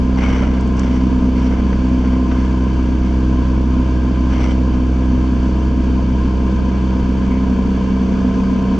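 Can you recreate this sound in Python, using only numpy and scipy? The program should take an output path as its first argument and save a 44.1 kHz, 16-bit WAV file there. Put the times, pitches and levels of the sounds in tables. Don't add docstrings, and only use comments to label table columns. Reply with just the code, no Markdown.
import sys
import numpy as np
from scipy.fft import rfft, irfft, next_fast_len
from scipy.io import wavfile
from scipy.ndimage import map_coordinates

SR = 44100
rng = np.random.default_rng(int(sys.argv[2]) if len(sys.argv) > 2 else 0)


def generate_wav(sig):
    pcm = np.round(np.clip(np.atleast_2d(sig).T, -1, 1) * 32767).astype(np.int16)
    wavfile.write(sys.argv[1], SR, pcm)


N = 387638

# (frequency [Hz], side relative to mid [dB])
FIELD_WIDTH = [(60, -28.5), (100, -18.5), (180, -16.5), (310, -10), (530, -7.5), (910, -12.5), (1560, -12),
               (2690, -7), (4640, -12.5), (7990, -17)]
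# (frequency [Hz], left relative to right [dB])
BALANCE = [(60, -.6), (300, -.4), (530, -.3), (950, 1.4), (1560, 3), (2690, 1), (4640, -2.4), (8000, -.3)]

# (frequency [Hz], spectral density level [dB])
RUMBLE_SPECTRUM = [(8, -65), (16, -53.5), (26, -43), (40, -46), (80, -51), (115, -49), (145, -53),
                   (180, -51), (300, -76), (600, -160)]
BOOM_SPECTRUM = [(60, -160), (175, -60.5), (200, -44.5), (245, -40.5), (285, -47), (335, -56.5), (450, -74),
                 (900, -160)]
EXHAUST_SPECTRUM = [(100, -130), (330, -60), (410, -62), (480, -57.5), (600, -65), (685, -62), (725, -70),
                    (1200, -76), (3500, -160)]
AIR_SPECTRUM = [(200, -87), (740, -76), (1000, -67), (1350, -72), (1680, -70.5), (1800, -80.5), (1950, -81),
                (2400, -75.5), (3400, -80.5), (4000, -87), (6200, -87), (7600, -93.5), (8400, -107),
                (9600, -115), (11000, -150)]
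# (frequency [Hz], width [Hz], lift [dB])
PANEL_MODES = [(947, 107, 9), (1037.5, 47.5, 12.5), (1230, 58, 3), (1556, 240, 3.5), (2047, 89, 4.5),
               (2276, 91, 6.5), (2780, 63, 4.5), (3070, 110, 7.5), (3390, 110, 4), (4496, 210, 10.5),
               (4890, 200, 6), (5620, 200, 3.5), (6090, 160, 6.5)]

# (frequency [Hz], gain [dB])
CLOTH_SPECTRUM = [(200, -25), (550, 5), (780, 3.5), (1600, -0.5), (1850, -8.5), (2100, 2.5), (2650, -9),
                  (3000, -4), (3900, -20.5), (5250, -17.5), (5550, -11.5), (6050, -11), (6400, -26),
                  (8000, -29), (10500, -57)]
FITTING_SPECTRUM = [(1000, -40.5), (3000, -5), (4500, -1), (6200, 8), (7800, 2), (8800, -17.5),
                    (10000, -11.5), (10600, -25.5)]
TRIM_SPECTRUM = [(300, -20), (700, 4.5), (1000, 5.5), (1500, 10.5), (1850, -0.5), (2250, 2), (3000, -7),
                 (4500, -16.5), (11000, -72.5)]
# (start [s], length [s], level [dB], treble gain [dB])
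CLOTH_STROKES = [(0.166, 0.22, -27.5, -2.5), (0.396, .04, -29, -4.5), (0.472, 0.096, -36.5, -3.5),
                 (0.756, .2, -35, 0.5), (1.34, 0.13, -39, 3.5), (1.479, .11, -36.5, -4),
                 (1.98, .16, -40.5, -2.5), (2.258, 0.19, -41.5, 0.5), (3.014, 0.049, -41.5, 5),
                 (4.286, 0.11, -35.5, 2.5), (4.38, 0.1, -33, 4)]
# (start [s], length [s], level [dB])
SQUEAK_STROKES = [(.205, 0.064, -35.5), (4.329, .12, -43.5), (7.292, 0.043, -41)]
# (time [s], level [dB])
FITTING_TICKS = [(.2593, -44), (.6087, -35.5), (.6751, -38.5), (.7684, -40), (.7943, -26.5), (.9604, -44),
                 (1.5022, -49), (2.1123, -49.5), (2.3755, -49), (4.5059, -45.5)]
TRIM_KNOCKS = [(.433, -21), (.6087, -35), (.7943, -33.5), (1.7292, -23.5), (2.3144, -20), (4.1562, -27),
               (6.7747, -27)]

# (time [s], firing and blade rate [Hz])
FIRING_RATE = [(0, 63.79), (3.5, 63.7), (5.6, 63.72), (7, 63.97), (8.79, 63.98)]
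# (time [s], shift [0 = deep hum, 1 = higher, hollow hum])
WAVE_SHIFT = [(0, 0.26), (1.6, 0.3), (3, 0.046), (5.3, 0.042), (5.7, 0.16), (6.6, 0.25), (7.4, 0.59),
              (7.9, 0.69), (8.3, 0.95), (8.79, 1)]
# (multiple of the firing rate [1], level [dB])
WEAK_ORDERS = [(.5, -39), (2.5, -50), (3.5, -47), (4.5, -59.5), (5.5, -51.5), (6.5, -42), (7.5, -43),
               (8, -54.5), (8.5, -43), (9, -62), (10, -53), (10.5, -46.5), (11, -48.5), (12, -60),
               (14, -53), (15, -46), (16, -57), (16.5, -58.5), (17, -58), (25, -59)]
# (multiple of the firing rate [1], level at shift 0 [dB], level at shift 1 [dB])
STRONG_HARMONICS = [(1, -15.5, -22.5), (2, -26.5, -33.5), (3, -26, -17.5), (5, -27.5, -53),
                    (6, -39.5, -38.5), (7, -42, -33.5)]
# (time [s], level [dB])
FOURTH_HARMONIC = [(0, -19.5), (.7, -25), (1.2, -18), (1.7, -24), (2.2, -19), (2.7, -26), (5.3, -21.5),
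                   (5.55, -30), (6.1, -20.5), (6.85, -41), (7.3, -22.5), (7.75, -30.5), (8.4, -20.5),
                   (8.79, -26)]


def amp(db):
    return np.exp(np.asarray(db) * (np.log(10) / 20))


def unit(x):
    return x / np.sqrt(np.mean(x ** 2) + 1e-20)


def along(points, hz):
    frequencies, values = np.transpose(points)
    return np.interp(np.log(hz + 1), np.log(frequencies + 1), values)


def curves(rows):
    times, *columns = np.transpose(rows)
    return [np.interp(np.arange(N) / SR, times, column) for column in columns]


def wobble(rate_hz):
    coarse = np.arange(0, N + 64, 64)
    knots = rng.standard_normal(int(N * rate_hz / SR) + 4)
    return np.interp(np.arange(N), coarse, map_coordinates(knots, [coarse * rate_hz / SR]))


def filtered(x, response):
    size = next_fast_len(N + SR // 2)
    return irfft(rfft(x, size) * response(np.fft.rfftfreq(size, 1 / SR)), size)[..., :N]


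def rush(spectrum):
    white = rng.standard_normal((2, N)) * np.sqrt(SR / 2)
    return filtered(white, lambda hz: amp(along(spectrum, hz)))


def diffuse(pair):
    side = filtered(pair[1], lambda hz: amp(along(FIELD_WIDTH, hz) + 1.7))
    return np.array([pair[0] + side, pair[0] - side])


def throb(firings, shaft_db, firing_db):
    shaft_swell = shaft_db * np.cos(np.pi * firings - 1.3)
    firing_swell = firing_db * np.cos(2 * np.pi * firings - 2.4)
    return unit(amp(shaft_swell + firing_swell))


def valve_clatter(firings, above_hz=1400):
    turn_samples = round(2 * N / firings[-1])
    one_turn = rng.standard_normal((2, turn_samples)) * np.sqrt(SR / 2)
    position = firings / 2 % 1 * turn_samples
    rattle = np.array([map_coordinates(noise, [position], mode="grid-wrap") for noise in one_turn])
    return filtered(rattle, lambda hz: amp(along(AIR_SPECTRUM, hz)) * hz ** 4 / (hz ** 4 + above_hz ** 4))


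def panel_response(hz):
    return amp(sum(db * np.exp2(-(2 * (hz - centre) / width) ** 2) for centre, width, db in PANEL_MODES))


def slipstream(firings, shift, clatter_db=-9):
    excitation = rush(AIR_SPECTRUM) + amp(clatter_db) * valve_clatter(firings)
    inside = filtered(excitation, panel_response) * throb(firings, shaft_db=0.35, firing_db=0.55)
    return inside * amp(-1.47 + 0.93 * shift + 0.46 * wobble(12))


def exhaust_chuffs(firings, shift):
    chuffs = rush(EXHAUST_SPECTRUM) * throb(firings, shaft_db=2.0, firing_db=-0.8)
    return chuffs * amp(-0.43 + 1.5 * shift)


def cabin_boom(shift):
    return rush(BOOM_SPECTRUM) * amp(-1.5 + 2.5 * shift + 0.7 * wobble(8.4))


def airframe_rumble():
    return rush(RUMBLE_SPECTRUM)


def stroke(start, length, attack_s=0.026, release_s=0.049):
    t = np.arange(N) / SR - start
    return np.clip(t / attack_s, 0, 1) * np.exp(-np.clip((t - length) / release_s, 0, 10))


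def clothing(grain_db=3.0, scratch_hz=2600):
    slips = rng.standard_normal((2, N)) * amp(grain_db * wobble(350) + 1.5 * wobble(60))
    cloth = unit(filtered(slips, lambda hz: amp(along(CLOTH_SPECTRUM, hz))))
    scratch = filtered(cloth, lambda hz: hz ** 4 / (hz ** 4 + scratch_hz ** 4))
    rub_gain, scratch_gain = np.zeros((2, N))
    for start, length, db, scratch_db in CLOTH_STROKES:
        gain = amp(db) * stroke(start, length)
        rub_gain = np.maximum(rub_gain, gain)
        scratch_gain = np.maximum(scratch_gain, gain * amp(scratch_db))
    return rub_gain * (cloth - scratch) + scratch_gain * scratch


def squeaks(centre_hz=2180, width_hz=350):
    band = lambda hz: 1 / (1 + (2 * (hz - centre_hz) / width_hz) ** 2)
    rub = unit(filtered(rng.standard_normal((2, N)), band))
    return rub * sum(amp(db) * stroke(start, length) for start, length, db in SQUEAK_STROKES)


def contacts(events, spectrum, t60_s):
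    t = np.arange(SR // 10) / SR
    bursts = np.zeros((2, N))
    for start, db in events:
        burst = amp(db - 60 * t / t60_s) * rng.standard_normal((2, len(t)))
        bursts[:, round(start * SR):][:, :len(t)] += burst
    return filtered(bursts, lambda hz: amp(along(spectrum, hz)))


def order_phase(firings, multiple, centre_hz=238, width_hz=125, resonances=3):
    mean_rate_hz = firings[-1] * SR / N
    hz = multiple * mean_rate_hz
    lag = resonances * np.arctan2(hz * width_hz, centre_hz ** 2 - hz ** 2)
    return 2 * np.pi * multiple * firings - lag


def engine_buzz(firings):
    mean_rate_hz = firings[-1] * SR / N
    buzz = np.zeros((2, N))
    for multiple, db in WEAK_ORDERS:
        phase = order_phase(firings, multiple) + 0.36 * wobble(9)
        level = amp(db + 0.98 * wobble(1.527) + 1.4 * wobble(16))
        ear_phase = rng.choice([-1, 1]) * amp(along(FIELD_WIDTH, multiple * mean_rate_hz))
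        buzz += level * np.array([np.cos(phase + ear_phase), np.cos(phase - ear_phase)])
    return np.sqrt(2) * buzz


def drone(firings, shift, flutter_db_per_multiple=0.01):
    gains = [(multiple, (1 - shift) * amp(deep_db) + shift * amp(hollow_db))
             for multiple, deep_db, hollow_db in STRONG_HARMONICS]
    gains.append((4, amp(curves(FOURTH_HARMONIC)[0])))
    hum = np.zeros(N)
    for multiple, gain in gains:
        flutter = amp(flutter_db_per_multiple * multiple * wobble(14))
        hum += gain * flutter * np.cos(order_phase(firings, multiple))
    return np.sqrt(2) * hum


def scene():
    firings = np.cumsum(curves(FIRING_RATE)[0]) / SR
    shift = np.clip(curves(WAVE_SHIFT)[0], 0, 1)
    seat = clothing() + squeaks()
    seat += contacts(FITTING_TICKS, FITTING_SPECTRUM, t60_s=0.022)
    seat += contacts(TRIM_KNOCKS, TRIM_SPECTRUM, t60_s=0.04)
    engine = drone(firings, shift) + engine_buzz(firings)
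    noise = cabin_boom(shift) + exhaust_chuffs(firings, shift)
    noise += slipstream(firings, shift) + airframe_rumble()
    cabin = engine + diffuse(noise + seat)
    return filtered(cabin, lambda hz: amp(np.outer([.5, -.5], along(BALANCE, hz))))


def record(dry, top_hz=10600):
    return filtered(dry, lambda hz: hz < top_hz)


dry = scene()
out = record(dry)
generate_wav(out)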